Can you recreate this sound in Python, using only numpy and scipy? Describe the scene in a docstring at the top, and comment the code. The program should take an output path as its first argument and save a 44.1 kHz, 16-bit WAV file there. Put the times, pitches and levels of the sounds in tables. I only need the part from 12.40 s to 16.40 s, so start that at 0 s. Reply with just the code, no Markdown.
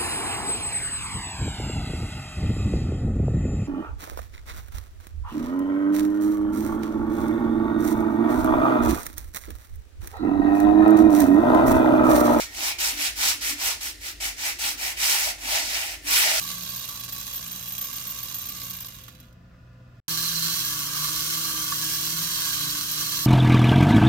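"""A dense, gritty rasp goes back and forth: thirteen short strokes, then three long sweeps.
It is a pumice block rubbed on a heel over a bathtub. Its pores catch the skin in a rasp that follows
the speed of the hand and rings the block and the hollow of the palm. High skin squeaks and low palm
tones ring briefly, and pushes make the tub hum. The tiled room gives a short tail over a low drone."""
import sys
import numpy as np
from scipy import signal
from scipy.fft import rfft, irfft
from scipy.io import wavfile

SR = 44100
rng = np.random.default_rng(int(sys.argv[2]) if len(sys.argv) > 2 else 0)


def transcribe(u):
    """Save the signal u as a 16-bit wav file named by the first command-line argument.

    u: samples, shape (n,) or (channels, n), limited to [-1, 1]; the rate is SR.
    q: integer samples, one column per channel.
    """
    v = np.clip(np.atleast_2d(u).T, -1, 1)
    q = np.round(v * 32767).astype(np.int16)
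    wavfile.write(sys.argv[1], SR, q)


N = 176400
TIME_S, BINS_HZ = np.arange(N) / SR, np.fft.rfftfreq(N, 1 / SR)


def amp(db):
    """Decibels to gain."""
    return 10 ** (np.asarray(db) / 20)


def unit(x):
    """Scales to an rms of one."""
    return x / np.sqrt(np.mean(x ** 2) + 1e-20)


def lookup(points, hz):
    """Interpolates rows of (Hz, value) on a log-frequency axis."""
    f, value = np.transpose(points)
    return np.interp(np.log(hz + 1), np.log(f + 1), value)


def colour(x, points):
    """Filters by rows of (Hz, dB)."""
    return irfft(rfft(x) * amp(lookup(points, BINS_HZ)), N)


def resonate(x, hz, width_hz):
    """Steep resonance at hz, a number or a curve."""
    turn = np.exp(2j * np.pi * np.cumsum(hz * np.ones(N)) / SR)
    r = np.exp(-np.pi * width_hz / SR)
    return (turn * signal.lfilter([(1 - r) ** 2], [1, -2 * r, r * r], x * turn.conj())).real


def wander(hz):
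    """Smooth random curve of unit rms, rolling off above hz."""
    return unit(irfft(rfft(rng.standard_normal(N)) / np.hypot(1, BINS_HZ / hz) ** 2, N))


def swell(start_s, length_s):
    """One arch of a sine."""
    return np.sin(np.pi * np.clip((TIME_S - start_s) / length_s, 0, 1))


# Each row: frequency in Hz, relative noise density in dB.
AIR_SPECTRUM = [(20, -11), (35, -11), (60, 1.5), (90, -1), (125, -10), (190, -18), (260, -10), (350, -12),
                (520, -16), (1450, -36), (1850, -9), (2250, -19.5), (5000, -16), (15000, -30)]
# Each row: frequency in Hz, left-right coherence from 0 to 1.
AIR_COHERENCE = [(30, 0.65), (100, .85), (170, 0.81), (280, 0), (700, 1), (1500, 0.71)]


def room_air(level_db=-50.5):
    """Low rumble and faint hiss of the room."""
    left, other = rfft(rng.standard_normal((2, N)))
    coherence = lookup(AIR_COHERENCE, BINS_HZ)
    right = coherence * left + np.sqrt(1 - coherence ** 2) * other
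    return amp(level_db) * unit(colour(irfft(np.array([left, right]), N), AIR_SPECTRUM))


# Each row: centre in Hz, width in Hz, level in dB.
DRONE_TONES = [(49.8, 8.6, -52.5), (253.7, 8.5, -70.5), (297.8, 14, -64.5), (342, 18, -66.5)]


def drone():
    """Narrow bands of noise, heard as low wavering tones."""
    noise = rfft(rng.standard_normal(N))
    return sum(amp(db) * unit(irfft(noise / (1 + ((BINS_HZ - hz) / width_hz * 2) ** 2), N))
               for hz, width_hz, db in DRONE_TONES)


# Each row: frequency in Hz, width in Hz, relative level in dB.
TUB_MODES = [(251, 17, -1.5), (293.5, 6.4, 2.5), (337, 33, -4.5)]
# Each row: start in seconds, length in seconds, peak level in dB.
HAND_PUSHES = [(0.161, 0.092, -46), (0.497, 0.15, -52), (0.744, 0.32, -51.5), (1.044, 0.167, -49),
               (2.202, 0.23, -56), (2.988, 0.15, -51), (3.157, 0.16, -52), (3.626, 0.12, -49.5)]


def tub_hum():
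    """Low modes of the tub, stirred when the hand pushes on the foot."""
    rub = rng.standard_normal(N)
    ring = unit(sum(amp(db) * unit(resonate(rub, hz, width_hz)) for hz, width_hz, db in TUB_MODES))
    return ring * sum(amp(db) * swell(start_s, length_s) for start_s, length_s, db in HAND_PUSHES)


# Each row: frequency in Hz, time to decay by 60 dB in seconds.
TAIL_T60 = [(150, 0.76), (300, 1), (800, 0.32), (2000, 0.45), (5000, 0.37), (9000, 0.33), (15000, 0.25)]
EARLY_DB, TAIL_DB = 4.5, -4.5  # relative to the direct sound


def reflections(early_decay_s=0.0078, tail_rise_s=0.027):
    """Stereo echoes: a quick cluster from tub and leg, then the tail of the tiled room."""
    t = np.arange(SR // 2) / SR
    shape = (2, len(t))
    taps = rng.standard_normal(shape) * (rng.random(shape) < .3)
    early = taps * np.exp(-t / early_decay_s)
    diffuse = rng.standard_normal(shape) * np.minimum(t / tail_rise_s, 1)
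    hz, frame_s, frames = signal.stft(diffuse, SR, nperseg=256)
    decay = amp(-60 * frame_s / lookup(TAIL_T60, hz)[:, None])
    tail = signal.istft(frames * decay, SR, nperseg=256)[1][:, :len(t)]
    return sum(amp(db) * part / np.linalg.norm(part, axis=1, keepdims=True)
               for part, db in [(early, EARLY_DB), (tail, TAIL_DB)])


def bathroom(sources, left_lag_s=0.00024):
    """Each place of contact is heard directly and through its own pattern of echoes."""
    total = sources.sum(0)
    direct = np.array([np.roll(total, round(left_lag_s * SR)), total])
    echoes = sum(signal.oaconvolve(x[None], reflections(), axes=1)[:, :N] for x in sources)
    return (direct + echoes) / np.sqrt(1 + amp(EARLY_DB) ** 2 + amp(TAIL_DB) ** 2)


def colour_drift(x, bands=9, low_hz=600, high_hz=16000, rate_hz=12, depth_db=1.0):
    """Overlapping bands of the rasp swell and fade independently."""
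    position = np.clip(np.log((BINS_HZ + 1) / low_hz) / np.log(high_hz / low_hz), 0, 1) * (bands - 1)
    spectrum = rfft(x)
    split = (irfft(spectrum * np.maximum(1 - np.abs(position - k), 0), N) for k in range(bands))
    return sum(band * amp(depth_db * wander(rate_hz)) for band in split)


def grit(grains_per_s=14000, spread_db=3.0):
    """Tiny snaps of uneven size as the pores catch and release the skin."""
    size = amp(spread_db * np.minimum(rng.exponential(1, N), 5))
    return size * rng.choice([-1., 1.], N) * (rng.random(N) < grains_per_s / SR)


# Each row: start in seconds, length in seconds, pitch in Hz, peak level in dB.
BRIEF_RESONANCES = [(-.01, 0.055, 2200, -36), (0.042, .1, 1900, -47), (.205, .05, 740, -43),
                    (0.285, 0.072, 2330, -36), (0.422, 0.052, 855, -38), (.63, .05, 780, -43),
                    (2.24, .07, 2350, -46), (2.59, .07, 2210, -37), (2.845, 0.057, 723, -39),
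                    (3.098, 0.096, 690, -39), (3.476, 0.05, 2780, -36), (3.69, 0.054, 2400, -33),
                    (3.832, .09, 730, -34), (3.9, 0.077, 680, -31.5)]


def brief_resonances(width_ratio=.18):
    """Short narrow rings: high skin squeaks (1.9-2.8 kHz), low tones of the cupped palm (680-855 Hz)."""
    snaps = grit()
    return sum(amp(db) * swell(start_s, length_s) * unit(resonate(snaps, hz, width_ratio * hz))
               for start_s, length_s, hz, db in BRIEF_RESONANCES)


# Each row: time in seconds, pitch of the hollow in Hz.
PALM_PITCH = [(0, 700), (.27, 834), (.45, 850), (.66, 750), (.88, 960), (1.08, 700), (1.269, 905),
              (1.85, 760), (2.27, 830), (2.48, 750), (2.66, 1030), (2.87, 710), (3.1, 785), (3.17, 675),
              (3.5, 670), (3.73, 1070), (3.85, 730), (3.95, 660)]
# Path out of the hand. Each row: frequency in Hz, gain in dB.
PALM_SPECTRUM = [(300, -28), (530, -10.5), (620, -2), (690, 1.5), (770, 0.5), (900, -0.5), (1150, 1.5)]


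def palm_hollow(snaps, width_hz=450):
    """The hollow of the palm rings, sinking in pitch as the hand closes over the heel."""
    pitch_hz = np.interp(TIME_S, *np.transpose(PALM_PITCH))
    return colour(resonate(snaps, pitch_hz, width_hz), PALM_SPECTRUM)


# Each row: start, speed-up and slow-down in seconds, share of the speed-up done at first contact,
# drive level in dB, then fizz, block and palm offsets in dB.
SHORT_STROKES = [(-0.127, 0.072, 0.17, 0.0, -25, -6.5, -24, -24.5),
                 (0.096, 0.18, 0.097, 0.18, -29, -5.1, -10.5, -15),
                 (0.382, 0.062, 0.17, 0.57, -27, -4.5, -11.5, -19.5),
                 (0.54, 0.1, 0.11, 0.2, -27, -5, -9.5, -23.5),
                 (0.752, 0.12, 0.118, 0.3, -22.5, -5.5, -15, -22.5),
                 (1.006, 0.082, 0.098, 0.49, -28.5, -3.5, -11.5, -45),
                 (1.158, 0.109, 0.13, 0.21, -26, -4.5, -12, -17.5),
                 (1.405, 0.062, 0.085, 0.63, -34, -3, -11.5, -24),
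                 (1.589, 0.084, 0.096, 0.21, -35.5, -5.5, -10, -32),
                 (1.799, 0.051, 0.11, 0.5, -31, -3.5, -9, -19),
                 (1.962, 0.12, 0.085, 0.29, -29, -5.5, -7.5, -20.5),
                 (2.184, 0.077, 0.13, 0.46, -27.5, -4, -12, -20.5),
                 (2.372, 0.089, 0.12, 0.4, -30.6, -3.5, -7, -15)]
# One curve per sweep. Each row: time in seconds, drive level in dB, fizz, block and palm offsets in dB.
LONG_SWEEPS = [
    [(2.56, -56, 3, -13, -5), (2.574, -39.5, -3, -3, -25), (2.628, -26.5, -2, -10, -20.5),
     (2.724, -24.5, -4, -10, -20.5), (2.776, -30.5, -2, -7, -12.5), (2.838, -28, -3, -10, -17),
     (2.872, -30.5, -2.5, -11.5, -7), (2.906, -32.5, -4, -11, -27), (2.98, -69, -9, -6, -26)],
    [(2.98, -51.5, -4, -18, -7), (3.024, -41.5, -3, -3.5, -13), (3.104, -28.5, -5.5, -9.5, -13),
     (3.162, -26, -7, -8.5, -11.5), (3.258, -34, -6.5, -15.5, -22), (3.358, -29, -6, -7.5, -17),
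     (3.542, -40, -4.5, -8.5, -14), (3.584, -55, -11, -16, -21), (3.61, -61, -5, -1, -18)],
    [(3.61, -64, -4, -8, -20), (3.638, -51.5, 0, -1, -13), (3.672, -32.5, -4, -4.5, -21),
     (3.718, -23.5, -4.5, -17.5, -20), (3.77, -22, -1, -8, -30), (3.854, -24, -5.5, -10.5, -16),
     (3.93, -27, -4, -8.5, -13.5), (4.0, -26.5, -4.5, -12, -22)],
]
# Power of the stroke speed followed by rasp, fizz, block and palm.
SPEED_EXPONENTS = [3, 3.15, 2.8, 2.8]


def hand_drive(contact_s=0.0047):
    """Envelopes of rasp, fizz, block and palm: strokes speed up and stop, sweeps follow level curves."""
    drives = np.zeros((4, N))
    for start_s, rise_s, fall_s, entry, db, *offsets_db in SHORT_STROKES:
        peak_s = start_s + rise_s
        end_s = peak_s + fall_s
        on = (TIME_S > start_s) & (TIME_S < end_s)
        speed = np.sin(np.pi / 2 * np.interp(TIME_S[on], [start_s, peak_s, end_s], [entry, 1, 0]))
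        contact = np.minimum((TIME_S[on] - start_s) / contact_s, 1)
        for drive, offset_db, exponent in zip(drives, [0, *offsets_db], SPEED_EXPONENTS):
            drive[on] = np.hypot(drive[on], amp(db + offset_db) * contact * speed ** exponent)
    for sweep in LONG_SWEEPS:
        times_s, db, *offsets_db = np.transpose(sweep)
        on = (TIME_S >= times_s[0]) & (TIME_S < times_s[-1])
        for drive, offset_db in zip(drives, [0, *offsets_db]):
            drive[on] = np.hypot(drive[on], amp(np.interp(TIME_S[on], times_s, db + offset_db)))
    return drives


# Broad rasp, high fizz and ring of the block. Each row: frequency in Hz, relative level in dB.
RASP_SPECTRUM = [(100, -45), (200, -23), (293, -17.5), (400, -16), (540, -19), (630, -7.5), (850, -10),
                 (1100, -8.5), (1400, -2), (1700, -8), (2050, -4.5), (3000, -1.5), (3700, -0.5),
                 (4400, 0.5), (5500, 1.5), (7500, -4), (10000, -18.5), (16000, -12)]
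FIZZ_SPECTRUM = [(2000, -52), (5500, -5), (8000, -1.5), (10500, -1), (12500, -3), (15500, -4)]
BLOCK_SPECTRUM = [(900, -46), (1500, -12), (1850, -1.5), (2100, -1.5), (2340, -1), (2750, -2),
                  (3300, -11.5), (6000, -43)]
RASP_DB, FIZZ_DB, BLOCK_DB, PALM_DB = 1.5, 5, 5.5, 4.5


def pumice_scrape(patches=5, chatter_hz=162, chatter_db=0.87):
    """One signal per patch of the block's face: grit heard directly and through block and palm."""
    on_patch = rng.integers(0, patches, N) == np.arange(patches)[:, None]
    palm = amp(PALM_DB) * unit(palm_hollow(grit() * on_patch))
    rasp = amp(RASP_DB) * unit(colour(grit() * on_patch, RASP_SPECTRUM))
    fizz = amp(FIZZ_DB) * unit(colour(grit() * on_patch, FIZZ_SPECTRUM))
    block = amp(BLOCK_DB) * unit(colour(grit() * on_patch, BLOCK_SPECTRUM))
    scrape = sum(drive * part for drive, part in zip(hand_drive(), [rasp, fizz, block, palm]))
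    chatter = amp(-chatter_db * wander(chatter_hz))  # skin sticks and slips under the whole block
    return scrape * chatter / np.sqrt(patches)


# Each row: frequency in Hz, left minus right level in dB.
STEREO_BALANCE = [(50, 1), (100, 1.5), (270, 4), (450, 4.5), (740, -.5), (1100, .5), (2000, 0), (3300, -1),
                  (4800, -3), (5600, -2.5), (7300, 1.5), (9000, 0), (15000, .5)]


def scene():
    """Scrape and brief resonances in the bathroom, over tub hum, room air and drone."""
    contacts = np.vstack([pumice_scrape(), brief_resonances()])
    mix = colour_drift(bathroom(contacts)) + tub_hum() + room_air() + drone()
    balance_db = lookup(STEREO_BALANCE, BINS_HZ) * np.array([[.5], [-.5]])
    return irfft(rfft(mix) * amp(balance_db), N)


def record(dry):
    """Steep low-pass on the top treble."""
    cutoff_hz = 15750
    lowpass = signal.firwin(511, cutoff_hz, window=("kaiser", 9), fs=SR)
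    return signal.oaconvolve(dry, lowpass[None], "same")


dry = scene()
out = record(dry)
transcribe(out)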